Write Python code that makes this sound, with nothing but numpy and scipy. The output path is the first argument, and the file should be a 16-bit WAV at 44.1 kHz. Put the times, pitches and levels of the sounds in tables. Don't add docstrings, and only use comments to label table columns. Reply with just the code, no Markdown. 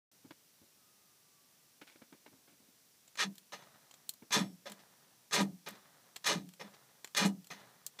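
import sys
import numpy as np
from scipy import signal
from scipy.fft import rfft, irfft, next_fast_len
from scipy.io import wavfile
from scipy.ndimage import uniform_filter1d, minimum_filter1d, map_coordinates

SR = 44100
rng = np.random.default_rng(int(sys.argv[2]) if len(sys.argv) > 2 else 0)


def pcm_store(signal):
    levels = np.round(np.clip(np.atleast_2d(signal), -1, 1) * 32767)
    wavfile.write(sys.argv[1], SR, levels.astype(np.int16).T)


N = 352800
TIME = np.arange(N) / SR
AGE = np.arange(SR * 5 // 8) / SR

# (frequency [Hz], relative level [dB])
HISS_SPECTRUM = [(25, -22), (60, -15), (90, -11), (130, -3.5), (220, -3.5), (400, -8), (700, -10),
                 (1400, -12), (3000, -11.5), (5200, -9), (6600, -10.5), (15500, -12)]
# (time [s], relative level [dB], tilt [dB/octave], t60 [s])
HAND_KNOCKS = [(0.242, -59.5, -6, 0.16), (0.306, -51.5, -0.3, 0.061), (0.614, -66.5, -5, 0.13),
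               (1.812, -52, 1.5, 0.08), (1.867, -61.5, 4, 0.39), (1.955, -61.5, -0.5, 0.051),
               (2.015, -58.5, -2, 0.11), (2.122, -59, -1.5, 0.12), (2.259, -56.5, -1, 0.095),
               (2.325, -64.5, -4.5, 0.21), (2.473, -68.5, 1.5, 0.29), (4.219, -58, -4, 0.1)]
# (frequency [Hz], relative level [dB])
HAND_SPECTRUM = [(40, -39), (90, -5), (150, -4), (290, 3.5), (600, -9), (1100, -6), (1700, -4),
                 (2500, -8.5), (3600, -8.5), (6000, -19.5), (15000, -37)]
# (frequency [Hz], width [Hz], gain [dB])
TRIM_MODES = [(269, 200, -2), (364, 310, -13), (563, 83, 4), (846, 80, 0), (1460, 98, -5), (2240, 170, 2)]
# (time [s], pitch [Hz], level [dB])
WHINE_PATH = [(.72, 1290, -95), (.82, 1265, -78), (1.0, 1215, -80), (1.2, 1200, -82), (1.4, 1160, -81),
              (1.66, 1175, -81), (1.781, 1170, -92)]
# (time [s], first click [dB], gap [s], second click [dB],
# treble [dB], midrange [dB])
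CLICK_PAIRS = [(3.0774, -56, .003, -57, -20, -12), (3.1544, -46.5, 0.0047, -55, -9, -2),
               (3.3547, -52, 0.026, -45.5, -1.5, -16.5), (3.911, -49.5, 0.029, -50, -9, -10.5),
               (4.092, -29, 0.045, -49, -0.5, -24.5), (4.698, -45, 0.021, -41, -3, -10.5),
               (5.6865, -37.5, .02, -47, 1.5, -5), (6.160, -43, 0.0033, -36.5, -10.5, -11),
               (6.4895, -50.5, 0.047, -52, -6.5, -13), (7.045, -36.5, 0.029, -48, -7.5, -7),
               (7.444, -51.5, 0.026, -49.5, -3.5, -13.5), (7.8642, -32, .005, -49, -1.5, -25.5)]
# (frequency [Hz], width [Hz], gain [dB])
SWITCH_MODES = [(3200, 190, 0), (4220, 160, -2.5), (7170, 350, 1), (7900, 700, -4.5), (10800, 240, -15),
                (12100, 500, -2)]
# (time [s], clatter [dB], travel [s], settling t60 [s], engaging click [dB], slap [dB],
# seating clack [dB], clatter tilt [dB/octave], door cavity [dB], ringing rods [dB])
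LOCK_STROKES = [(3.171, -29, 0.064, 0.082, -44, -49, -64, -0.15, -48, -80),
                (4.305, -29, 0.081, 0.16, -40, -24, -47, -2, -38.5, -47),
                (5.309, -29, 0.1, 0.11, -46, -27, -44.5, -1, -36, -68),
                (6.241, -29.5, 0.086, 0.16, -38, -30.5, -49, 0.5, -37.5, -58),
                (7.147, -29.5, 0.11, 0.11, -34.5, -26, -40, -0.7, -38.5, -70),
                (7.987, -26.5, .090, .15, -44.5, -34, -55, -1, -37, -65)]
# (frequency [Hz], relative level [dB])
LINKAGE_SPECTRUM = [(60, -52), (150, 5), (300, -3), (700, -2.5), (1400, -4), (2000, -4), (2700, -5),
                    (4300, -4.5), (6500, -9), (7600, -12), (10000, -19), (15000, -31.5)]
# (frequency [Hz], width [Hz], relative gain [dB])
SHELL_MODES = [(428, 24, 0), (577, 25, -3), (838, 45, -4), (980, 33, 4.5), (1232, 65, 4.5), (1620, 70, -3),
               (1745, 55, -1), (1860, 55, 3.5), (2047, 45, 0), (2410, 70, 0), (2908, 40, -2),
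               (3460, 130, 0), (3812, 40, -1), (4036, 40, -2), (4190, 60, -5), (5400, 80, -3),
               (6210, 140, 0)]
# (frequency [Hz], relative level [dB], t60 [s])
ROD_MODES = [(5453, 0, .36), (7849, -2, .40), (9695, -7, .36), (10815, -2, .34), (11558, -8, .36)]
# (frequency [Hz], relative level [dB])
CLACK_SPECTRUM = [(500, -30), (3000, -17), (7000, 8), (12000, 0), (15000, -12)]
# (time [s], first door [dB], lag [s], second door [dB], rise [s],
# side mode gain [dB], recoil [dB])
END_STOPS = [(3.237, -36, .021, -38.5, 0.025, -12.5, -83), (4.360, -32.5, 0.04, -31, 0.0089, 0.5, -46),
             (5.377, -32, 0.024, -24.5, 0.0079, -3.5, -42.5), (6.296, -39, .047, -34.5, 0.018, 0.5, -44.5),
             (7.210, -29.5, 0.034, -23, 0.0098, -5.5, -43.5)]
# (nominal frequency [Hz], relative level [dB], t60 [s])
PANEL_MODES = [(193, 0, .24), (171, -8, .26), (155, -13, .21), (116, -27, .28), (208, -8, .22),
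               (272, -11, .23), (313, -11, .23), (424, -18, .18)]
# (frequency [Hz], relative level [dB])
SHUDDER_SPECTRUM = [(30, -27), (100, -23), (160, -0.5), (270, -9), (450, -23.5), (700, -18), (1500, -47.5)]
# (time [s], panel knock [dB], coasting [dB], rebound delay [s], gain at 550 Hz [dB])
GEAR_RELEASES = [(3.520, -69, -61.5, 0.092, -1), (4.655, -51.5, -63.5, 0.13, 6),
                 (5.660, -53.5, -61.5, 0.085, -5), (6.595, -50, -63, .135, 9.5),
                 (7.501, -57, -61.5, 0.09, -4)]
# (frequency [Hz], relative level [dB])
SNAP_SPECTRUM = [(80, -56), (170, 4), (320, -10), (600, 1.5), (850, -4.5), (1300, -8), (2100, -6),
                 (2700, -7.5), (3500, -8.5), (5200, -8.5), (8000, -18.5), (15000, -23)]
# (frequency [Hz], relative level [dB])
COAST_SPECTRUM = [(50, -24), (140, 12.5), (300, 1.5), (700, 7), (1300, 4), (1900, 2.5), (2600, -8),
                  (4000, -2.5), (7000, -38), (15000, -41)]


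def amp(db):
    return 10 ** (np.asarray(db) / 20)


def unit(x):
    return x / np.sqrt(np.mean(x ** 2) + 1e-20)


def colour(points, hz, tilt=0):
    knots, db = np.transpose(points)
    octaves = np.log2(np.maximum(hz, 120) / 2000)
    return amp(np.interp(np.log(hz + 1), np.log(knots), db) + tilt * octaves)


def filtered(x, response):
    size = next_fast_len(len(x) + 8192)
    return irfft(rfft(x, size) * response(np.fft.rfftfreq(size, 1 / SR)), size)[:len(x)]


def shaped(x, spectrum, tilt=0):
    return unit(filtered(x, lambda hz: colour(spectrum, hz, tilt)))


def resonate(x, modes, direct):
    def response(hz):
        return direct + sum(amp(db) * 1j * hz * width / (centre ** 2 - hz ** 2 + 1j * hz * width)
                            for centre, width, db in modes)
    return filtered(x, response)


def wobble(rate, size):
    knots = rng.standard_normal(int(size * rate / SR) + 4)
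    return map_coordinates(knots, [np.arange(size) * rate / SR])


def add(track, s, sound):
    part = track[round(s * SR):][:len(sound)]
    part += sound[:len(part)]


def swell(rise, t60):
    up = (AGE / rise) ** 2
    down = 1000 ** (-(AGE - rise) / t60)
    return up * down / np.hypot(up, down)


def drive(rise, travel, t60, sag_db_per_s):
    up = (AGE / rise) ** 2
    sag = amp(-sag_db_per_s * np.clip(AGE - rise, 0, max(travel - rise, 0)))
    down = 1000 ** (-np.maximum(AGE - travel, 0) / t60)
    return up / np.hypot(up, 1) * sag * down


def contacts(rate, blur):
    hits = (rng.random(len(AGE)) < rate / SR) * rng.standard_normal(len(AGE))
    return unit(unit(hits) + blur * rng.standard_normal(len(AGE)))


def hiss():
    hump = lambda hz: 1 + 0.5 / (1 + ((hz - 5850) / 250) ** 2)
    noise = filtered(rng.standard_normal(N), lambda hz: colour(HISS_SPECTRUM, hz) * hump(hz))
    return amp(-66.5) * unit(noise)


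def hand_knocks():
    out = np.zeros(N)
    touches = [(s, -71, -4, .12) for s in rng.uniform(2.28, 2.72, size=5)]
    for s, db, tilt, t60 in HAND_KNOCKS + touches:
        knock = shaped(contacts(rate=3900, blur=.3), HAND_SPECTRUM, tilt)
        add(out, s, amp(db + 3.5) * knock * swell(.003, t60))
    return resonate(out, TRIM_MODES, direct=.7)


def whine():
    s, hz, db = np.transpose(WHINE_PATH)
    pitch = np.interp(TIME, s, hz) + 26 * wobble(70, N)
    level = amp(np.interp(TIME, s, db) + 2.2 * wobble(21.7, N))
    sounding = (TIME > s[0]) & (TIME < s[-1])
    return sounding * level * np.sin(2 * np.pi * np.cumsum(pitch) / SR)


def switch_clicks():
    out = np.zeros(N)
    envelope = swell(.00043, .016) + .27 * swell(.00094, .072)
    for s, first_db, gap, second_db, treble_db, mid_db in CLICK_PAIRS:
        spectrum = [(100, -9), (500, mid_db + 10), (2200, mid_db + 11.5), (4000, 1), (6000, -2),
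                    (7700, 0), (9500, treble_db), (15000, treble_db)]
        for delay, db in (0, first_db), (gap, second_db):
            click = shaped(rng.standard_normal(len(AGE)), spectrum)
            add(out, s + delay, amp(db - 1.5) * click * envelope)
    return resonate(out, SWITCH_MODES, direct=.77)


def door_shell(x, direct):
    modes = [(hz, width, db + rng.normal(2, 2)) for hz, width, db in SHELL_MODES]
    return unit(resonate(x, modes, direct))


def rattle(tilt, band):
    hits = contacts(rate=2200, blur=.8)
    linkage = filtered(hits, lambda hz: colour(LINKAGE_SPECTRUM, hz, tilt) * band(hz))
    return door_shell(linkage, direct=.55)


def rod_ring(rise):
    ring = np.zeros(len(AGE))
    for hz, db, t60 in ROD_MODES:
        level = amp(db + rng.normal(0, 1.7))
        ring += level * np.sin(2 * np.pi * (hz * AGE + rng.random())) * swell(rise, t60)
    return ring


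def lock_strokes():
    out = np.zeros(N)
    slack_s, slap_delay_s, slap_rise_s = .003, .012, .015
    cavity_hz = 700
    low = lambda hz: 1 / np.hypot(1, (hz / cavity_hz) ** 3)
    shelf = lambda hz: np.hypot(.16, hz / np.hypot(1.3 * cavity_hz, hz))
    high = lambda hz: shelf(hz) * (1 - .57 * low(hz))
    for s, clatter_db, travel, t60, click_db, slap_db, clack_db, tilt, cavity_db, ring_db in LOCK_STROKES:
        click = rattle(tilt + 2.8, np.ones_like) * swell(.0024, .063)
        add(out, s, amp(click_db) * click)
        slap = rattle(tilt + 6.5, high) * drive(slap_rise_s, travel - slap_delay_s, t60, sag_db_per_s=368)
        add(out, s + slap_delay_s, amp(slap_db) * slap)
        clatter = rattle(tilt, high) * drive(.023, travel - slack_s, t60, sag_db_per_s=76.5)
        add(out, s + slack_s, amp(clatter_db) * clatter)
        clack = shaped(contacts(rate=3000, blur=.5), CLACK_SPECTRUM) * swell(.03, .09)
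        add(out, s + travel - .025, amp(clack_db) * clack)
        cavity = rattle(3, low) * drive(.043, travel, t60=.15, sag_db_per_s=0)
        add(out, s, amp(cavity_db) * cavity)
        add(out, s + slap_delay_s, amp(ring_db) * rod_ring(slap_rise_s))
    return out


def panel_boom(rise, pitch_ratio, side_db):
    modes = [(-1) ** k * amp(db) * np.sin(2 * np.pi * hz * pitch_ratio * AGE) * swell(rise, t60)
             for k, (hz, db, t60) in enumerate(PANEL_MODES)]
    return modes[0] + amp(side_db) * sum(modes[1:])


def door_thuds():
    out = np.zeros(N)
    for s, first_db, lag, second_db, rise, side_db, recoil_db in END_STOPS:
        for onset, db, pitch_ratio in (s, first_db, 1.03), (s + lag, second_db, 1.015):
            add(out, onset, amp(db) * panel_boom(rise, pitch_ratio, side_db))
            shudder = shaped(rng.standard_normal(len(AGE)), SHUDDER_SPECTRUM)
            add(out, onset, amp(db + side_db - 8) * shudder * swell(rise, .27))
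        recoil = panel_boom(rise=.035, pitch_ratio=.94, side_db=-3)
        add(out, s + lag + .07, amp(recoil_db) * recoil)
    return out


def gear_releases():
    out = np.zeros(N)
    snap_envelope = np.hypot(.75 * swell(.0023, .29), 1.37 * swell(.016, .095))
    for s, knock_db, coast_db, rebound_delay, hollow_db in GEAR_RELEASES:
        hits = contacts(rate=4000, blur=1)
        hollow = [(300, 0), (550, hollow_db), (900, 0)]
        snap = filtered(hits, lambda hz: colour(SNAP_SPECTRUM, hz) * colour(hollow, hz))
        add(out, s, amp(-44.5) * door_shell(snap, direct=.6) * snap_envelope)
        rebound = shaped(contacts(rate=610, blur=1), LINKAGE_SPECTRUM)
        add(out, s + rebound_delay, amp(-58.5) * rebound * swell(.013, .082))
        whirr = door_shell(shaped(contacts(rate=610, blur=1), COAST_SPECTRUM), direct=3.6)
        uneven_db = 2.2 * wobble(35, len(AGE))
        add(out, s, amp(coast_db + uneven_db) * whirr * swell(.0095, 2.24))
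        add(out, s, amp(knock_db) * panel_boom(rise=.054, pitch_ratio=1.04, side_db=-.89))
    return out


def scene():
    cabin = hiss() + hand_knocks() + whine()
    locks = switch_clicks() + lock_strokes() + door_thuds() + gear_releases()
    return (cabin + locks)[None]


def record(dry):
    open_s, bass_hz, ceiling, top_hz = .115, 75, .135, 15550
    low_cut = signal.butter(2, bass_hz, "highpass", fs=SR, output="sos")
    mic = signal.sosfilt(low_cut, dry[0] * (TIME > open_s))
    needed_gain = np.minimum(1, ceiling / (np.abs(mic) + 1e-9))
    gain = uniform_filter1d(minimum_filter1d(needed_gain, size=200), size=200)
    return filtered(mic * gain, lambda hz: hz < top_hz)[None]


dry = scene()
out = record(dry)
pcm_store(out)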